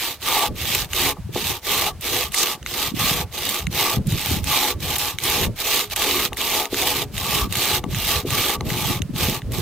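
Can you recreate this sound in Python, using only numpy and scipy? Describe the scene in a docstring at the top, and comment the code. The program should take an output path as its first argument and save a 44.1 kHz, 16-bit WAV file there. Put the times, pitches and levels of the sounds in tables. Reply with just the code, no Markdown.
"""A hand saw rasps back and forth through a thick log, close by, out on a lawn.
Its teeth tear the wood fibres in a stream of tiny snaps that ring the log, the blade and the saw's
wooden frame. The blade ticks in the cut, often as the stroke turns, and now and then it snags.
Gusts of wind rumble on the microphone, over a faint outdoor hiss."""
import sys
import numpy as np
from scipy import signal
from scipy.fft import rfft, irfft, next_fast_len
from scipy.io import wavfile
from scipy.ndimage import uniform_filter1d, map_coordinates

SR = 44100
rng = np.random.default_rng(int(sys.argv[2]) if len(sys.argv) > 2 else 0)


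def write(x):
    x = np.atleast_2d(x).T
    wavfile.write(sys.argv[1], SR, np.round(np.clip(x, -1, 1) * 32767).astype(np.int16))


N = 423845

# The brief ringing tones of the blade in the cut. Each row: pitch in Hz, width in Hz, level in dB.
BLADE_TONES = [(1550, 350, -9), (2060, 260, -5), (2820, 330, -1), (3800, 450, 1), (6500, 450, -3)]


def saw():
    """The moving teeth bite unevenly; the same bite makes the rasp and shakes the frame."""
    gain, ring_db = strokes()
    speed = np.sqrt(10 * gain)  # a louder stroke stands for a faster blade
    chatter = amp(wobble(90))  # groups of teeth grip more or less
    tearing = fibres(speed, tears_per_s=1100, spread_db=2.8, fade_s=.0005)
    bite = gain * unit(chatter * (1.1 + .5 * tearing))
    return rasp(bite, speed) + frame_ring(bite, ring_db) + catching_teeth(gain)


def strokes():
    """The arm pulls and pushes in turn. Gives the rasp's gain and the frame's ring in dB over time."""
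    # Each row: start and end in seconds, level halfway in dB, change from start to end in dB,
    # relative strength of the frame's ring in dB.
    arm_strokes = [(-0.12, 0.19, -26.5, 11.5, -8.5), (0.182, 0.503, -22.5, -7.5, -3),
                   (0.531, 0.884, -25.5, 19, -8.5), (0.869, 1.147, -22.5, 0, -5),
                   (1.306, 1.617, -27, 11.5, -8), (1.604, 1.929, -22.5, -11.5, -4),
                   (1.989, 2.313, -24, 14.5, -7), (2.293, 2.579, -24.5, -14, -5.5),
                   (2.629, 2.94, -27, 23.5, -6), (2.924, 3.258, -22.5, -12.5, -4),
                   (3.299, 3.673, -27.5, 8.5, -5), (3.688, 3.998, -22.5, -15.5, -4.5),
                   (4.044, 4.44, -27.5, 14.5, -8), (4.41, 4.755, -22, -9, -5.5),
                   (4.776, 5.177, -26.5, 11, -5), (5.16, 5.495, -22.5, -7, -5.5),
                   (5.543, 5.89, -22.5, 13.5, -7.5), (5.856, 6.3, -24, 2, -4.5),
                   (6.328, 6.7, -24, 14, -3.0), (6.678, 7.063, -24, -6.5, -4),
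                   (7.104, 7.489, -26, 19, -3.5), (7.467, 7.814, -23.5, 1.5, -3),
                   (7.87, 8.249, -25.5, 24.5, -5.5), (8.214, 8.578, -24.5, 3, -3.5),
                   (8.629, 9.03, -27.5, 11.2, -1), (9.122, 9.414, -24.5, -19, -2.0),
                   (9.497, 9.85, -36.5, -18, 1.5)]
    # The blade snags or lurches free. Each row: time in seconds, length in seconds, level change in dB.
    snags = [(4.151, .04, -2.5), (4.98, 0.02, -8.5), (5.213, 0.015, -2.5), (5.634, 0.023, -5),
             (5.89, 0.015, -9), (5.921, 0.026, 4), (5.949, 0.018, -18), (6.357, 0.014, -15),
             (6.413, 0.017, 4), (8.246, 0.014, -18), (9.006, 0.018, -24)]
    pull_s, push_s = (0.07, 0.16), (0.16, 0.06)  # fade in, fade out: a pull bites fast, a push slowly
    ring_rise_db = 4  # the frame is loaded more as a stroke goes on
    t = np.arange(N) / SR
    gain, ring_db = np.zeros((2, N))
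    ease = lambda share: np.sin(np.pi / 2 * np.clip(share, 0, 1)) ** 2
    for k, (start, end, db, swell_db, frame_db) in enumerate(arm_strokes):
        attack, release = push_s if k % 2 else pull_s
        first = max(round(start * SR), 0)
        now = t[first:round(end * SR)]
        past_middle = (now - start) / (end - start) - .5
        fades = ease((now - start) / attack) * ease((end - now) / release)
        gain[first:][:len(now)] += amp(db + swell_db * past_middle) * fades
        ring_db[first:][:len(now)] = frame_db + ring_rise_db * past_middle
    for when, length, change_db in snags:
        gain *= amp(change_db * np.exp(-((t - when) / length * 2) ** 4))
    return gain, ring_db


def fibres(speed, tears_per_s, spread_db, fade_s):
    """The jumpy loudness of tearing fibres. The rate is for a speed of 1; a slower blade tears fewer."""
    tears = (rng.random(N) < tears_per_s * speed / SR) * amp(spread_db * rng.exponential(size=N))
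    fade = np.exp(-np.arange(SR // 100) / SR / fade_s)
    power = signal.fftconvolve(tears ** 2, fade)[:N]
    return np.sqrt(np.abs(power / uniform_filter1d(power + 1e-9, SR // 12)))


def rasp(bite, speed):
    """Teeth rip the wood: grainy noise, with splinters snapping in the treble and one bright scrape."""
    # The rasp's tone, with a thin zing above 12 kHz. Each row: frequency in Hz, level in dB.
    tone = [(760, -5.5), (1450, -6.5), (2250, 2), (3700, 2.5), (4700, -3), (10700, -7.5), (12250, -7),
            (12500, 2.5), (13100, -1.5), (15500, -3), (16300, -53)]
    # The side of the blade rubs once. In order: start in seconds, end in seconds, boost in dB.
    start, end, scrape_db = (2.335, 2.435, 11)
    split_hz = 5500
    splinters = unit(.8 + .2 * fibres(speed, tears_per_s=50, spread_db=5, fade_s=.0007))
    noise = shifting_noise(depth_db=1.8, hold_steps=8) * bite  # the blade's free length keeps changing
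    shape = colour(tone)
    scale = np.sqrt(np.mean(shape(np.linspace(0, SR / 2, 2000)) ** 2))
    low = filtered(noise, lambda hz: shape(hz) / np.sqrt(1 + (hz / split_hz) ** 4))
    high = filtered(noise * splinters, lambda hz: shape(hz) / np.sqrt(1 + (split_hz / (hz + 1)) ** 4))
    rubbing = amp(scrape_db) * (np.abs(np.arange(N) / SR - (start + end) / 2) < (end - start) / 2)
    scrape = filtered(high * rubbing, lambda hz: np.exp(-((hz - 6800) / 3300) ** 2))
    return (low + high + scrape) / scale


def frame_ring(bite, ring_db):
    """The tearing and a few knocks shake the wooden frame, which rings on a little."""
    # The frame's ringing tones. Each row: pitch in Hz, width in Hz, level in dB.
    frame_tones = [(208, 8, -7), (275, 13, -3), (357, 16, 1), (417, 10, 1.5), (487, 20, -1), (669, 30, -5),
                   (746, 16, -1), (842, 26, 2), (932, 20, -2.5), (1051, 24, -4), (1148, 26, 1),
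                   (1235, 60, -4.5)]
    # Each row: time in seconds, relative strength in dB, length of the blow in milliseconds.
    knocks = [(1.166, -25.5, 0.36), (1.356, -14, 1.4), (6.32, -16.5, 0.29), (6.724, -14.5, 2.2),
              (7.837, -14.5, 0.34), (8.245, -16.5, 2.35), (8.605, -14, 0.3)]
    shake = shifting_noise(depth_db=3, hold_steps=24)  # grip and position favour different tones
    shake = shake * bite * amp(ring_db + 18.5)
    for when, db, contact_ms in knocks:
        blow = np.hanning(round(contact_ms * SR / 1000))  # a shorter blow reaches higher tones
        shake[0, round(when * SR):][:len(blow)] += amp(db + 16.5) * blow
    return filtered(shake, resonances(frame_tones))


def catching_teeth(gain):
    """Single teeth catch at random during a stroke and ring the blade."""
    catches_per_s, below_rasp_db = 160, 9
    hits = (rng.random(N) < catches_per_s / SR) * amp(rng.normal(0, 2.5, N))
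    jolts = signal.fftconvolve(hits, np.hanning(SR // 2000))[:N] * rng.standard_normal((2, N))
    return amp(-below_rasp_db) * gain * unit(filtered(jolts, resonances(BLADE_TONES)))


def ticks():
    """The blade ticks and fibres snap: each crack rings the blade and adds a sharp burst of treble."""
    # Each row: time in seconds, level of the ring in dB, treble compared with the ring in dB.
    cracks = [(0.9333, -8, -14), (2.0093, -31, 7), (2.3201, -23, 3), (2.3437, -9.5, -4), (2.4706, -9, -15),
              (2.6283, -24, -18), (2.6623, -13.5, -17), (3.3786, -14, -11), (3.491, -14.5, 2.5),
              (3.544, -13, -3), (3.6686, -11.5, -17), (4.0696, -36, 13), (4.1034, -35, 2), (4.122, -22, 3),
              (4.4417, -17, -1), (4.636, -23, 2), (4.959, -18, 5), (4.9824, -19.5, 8.5), (5.186, -8, -14),
              (5.237, -19, 7), (5.6134, -23, -15), (5.961, -11.5, -3), (6.0205, -7, -15), (6.042, -14, -5),
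              (6.331, -13, -14), (6.3696, -20.5, 2), (6.655, -12, -18), (6.744, -8.5, -18),
              (7.1796, -12, -3), (7.525, -11.5, -5), (7.554, -8.5, -6), (7.84, -18, -17),
              (7.9468, -10.5, -18), (8.305, -10, -8), (8.6082, -17.5, -13), (8.703, -13, -14),
              (9.0195, -10.5, -16), (9.419, -24.5, -21), (9.5196, -24, 3.5)]
    out, t = np.zeros((2, N + SR)), np.arange(SR // 80) / SR
    treble = signal.butter(2, [6760, 13300], "band", fs=SR, output="sos")
    snap_shape = (1 - np.exp(-t / .0006)) * amp(-60 * t / 0.027)
    by_peak = lambda x: x / np.abs(x[0]).max()
    for when, db, treble_db in cracks:
        ring = np.zeros((2, len(t)))
        for hz, width, level in BLADE_TONES:
            fade = amp(level + rng.normal(0, 4)) * np.exp(-np.pi * width * t)
            pitch = hz * rng.normal(1, .04)  # the blade's free length shifts
            ring += fade * np.sin(2 * np.pi * pitch * t + rng.uniform(0, 2 * np.pi, (2, 1)))
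        ring *= 1 - np.exp(-t / .0007)
        snap = signal.sosfilt(treble, rng.standard_normal((2, len(t))) * snap_shape)
        out[:, round(when * SR):][:, :len(t)] += amp(db) * (by_peak(ring) + amp(treble_db) * by_peak(snap))
    return out[:, :N]


def wind():
    """Small swirls of air hit one microphone opening or both, on top of a lumpy rumble."""
    # How hard the wind blows. Each row: time in seconds, level in dB.
    gusts = [(0.0, -49), (0.43, -49), (0.51, -27.5), (0.67, -36), (1.5, -32), (1.58, -49.5), (1.76, -40),
             (2.33, -40), (2.4, -57), (2.47, -54), (2.52, -41.5), (2.84, -44), (2.86, -32), (3.21, -26),
             (3.26, -38.5), (3.59, -43), (3.67, -26.5), (3.88, -46), (3.98, -23), (4.155, -20.5),
             (4.19, -35), (4.26, -40), (4.3, -25.5), (4.38, -22), (4.46, -25.5), (4.63, -58), (4.74, -29.5),
             (5.09, -42.5), (5.49, -28.5), (5.67, -52), (6.23, -39.5), (6.69, -52.5), (6.72, -39.5),
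             (7.49, -29), (7.65, -38), (7.84, -26), (8.24, -34.5), (8.32, -20.5), (8.43, -41.5),
             (8.62, -25.5), (9.56, -25), (9.61, -20)]
    # The rumble's tone. Each row: frequency in Hz, level in dB.
    rumble_tone = [(12, -41), (20, -7), (54, 0), (97, 0.5), (182, -5), (443, -14.5), (500, -16), (650, -20),
                   (1100, -120)]
    gust_db = np.interp(np.arange(N) / SR, *np.transpose(gusts))
    swirl_hz = 130 * amp(0.23 * (gust_db + 31.5))  # faster wind makes quicker swirls
    lumps = amp(4 * wobble(12) + 2 * wobble(35))
    shared, apart = filtered(rng.standard_normal((2, N)), colour(rumble_tone))
    rumble = unit(lumps * (shared + np.outer([.35, -.35], apart)))  # mostly alike left and right
    swirls = np.zeros((2, N + SR))
    for when, pitch, size, pan in rng.standard_normal((600, 4)):
        at = int(abs(when) * 1e7) % N  # a random spot anywhere in the scene
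        hz = max(swirl_hz[at] * np.exp(.4 * pitch), 30)
        cycles = np.arange(int(3.2 * SR / hz)) * hz / SR
        wave = amp(2.5 * size) * np.sin(2 * np.pi * cycles) * np.hanning(len(cycles))
        sides = 1 + np.array([1, -1]) * .4 * pan * hz / 150  # small, quick swirls favour one side
        swirls[:, at:at + len(wave)] += np.outer(sides, wave)
    return amp(gust_db) * (0.6 * rumble + unit(swirls[:, :N]))


def hiss():
    """Faint, steady outdoor air."""
    # The air's tone. Each row: frequency in Hz, level in dB.
    tone = [(300, -23.5), (600, -11.5), (1500, -16.5), (4000, -20.5), (16000, -28.5)]
    return amp(-50) * unit(filtered(rng.standard_normal((2, N)), colour(tone)))


def microphone(pair):
    """Two unrelated signals become left and right, alike in the bass and apart in the treble."""
    # Each row: frequency in Hz, how alike the two sides sound
    # (anything above 0.96 counts as 0.96, nearly the same).
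    likeness = [(300, 5.5), (1400, 3.44), (3100, 0.66), (5000, 0.04), (9000, .5), (15000, 0.33)]
    # Each row: frequency in Hz, how much louder the left is than the right in dB.
    balance = [(300, -0.5), (700, 3), (1650, 3), (4600, -6.5), (8000, 0), (13000, -2.5)]
    angle = lambda hz: np.arccos(np.clip(along(likeness, hz), -1, .96)) / 2
    mid, side = filtered(pair, lambda hz: np.array([np.cos(angle(hz)), np.sin(angle(hz))]))
    left_right = np.array([mid + side, mid - side])
    return filtered(left_right, lambda hz: amp(np.outer([.5, -.5], along(balance, hz))))


def shifting_noise(depth_db, hold_steps):
    """Two noises whose narrow bands swell and fade together; more hold steps make the drift slower."""
    bands = signal.stft(rng.standard_normal((2, N + 512), np.float32), nperseg=512)[2]
    swells = uniform_filter1d(rng.standard_normal(bands.shape[1:]), size=4, axis=0)
    swells = uniform_filter1d(swells, size=hold_steps, axis=1)
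    return unit(signal.istft(bands * amp(depth_db * unit(swells)), nperseg=512)[1][:, :N])


def amp(db):
    """Turns decibels into a gain to multiply by."""
    return 10 ** (np.asarray(db) / 20)


def unit(x):
    """Scales a signal to an average (rms) level of 1."""
    return x / np.sqrt(np.mean(x ** 2) + 1e-20)


def along(points, hz):
    """Reads between rows of frequency and value, giving every octave equal room."""
    freqs, values = np.transpose(points)
    return np.interp(np.log(hz + 1), np.log(freqs + 1), values)


def wobble(rate):
    """A smooth curve through this many random points a second."""
    return map_coordinates(rng.standard_normal(int(N * rate / SR) + 4), [np.arange(N) * rate / SR])


def filtered(x, response):
    """Multiplies each frequency in x by response(hz)."""
    size = next_fast_len(N + SR // 2)
    return irfft(rfft(x, size) * response(np.fft.rfftfreq(size, 1 / SR)), size)[..., :N]


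def colour(points):
    """A filter shape drawn through rows of frequency in Hz and level in dB."""
    return lambda hz: amp(along(points, hz))


def resonances(tones):
    """A filter that rings at the given tones; narrower ones ring longer."""
    return lambda hz: sum((-1) ** k * amp(db) * 1j * hz * width / (pitch ** 2 - hz ** 2 + 1j * hz * width)
                          for k, (pitch, width, db) in enumerate(tones))


def scene():
    """The saw and the hiss reach the microphone through the air; the wind blows right on it."""
    return microphone(saw() + ticks() + hiss()) + wind()


def record(dry):
    """The camera rounds off the tallest peaks and cuts the very highest treble."""
    ceiling, top_hz = .62, 16350
    rounded = dry / (1 + np.abs(dry / ceiling) ** 3) ** (1 / 3)
    return filtered(rounded, lambda hz: hz < top_hz)


dry = scene()
out = record(dry)
write(out)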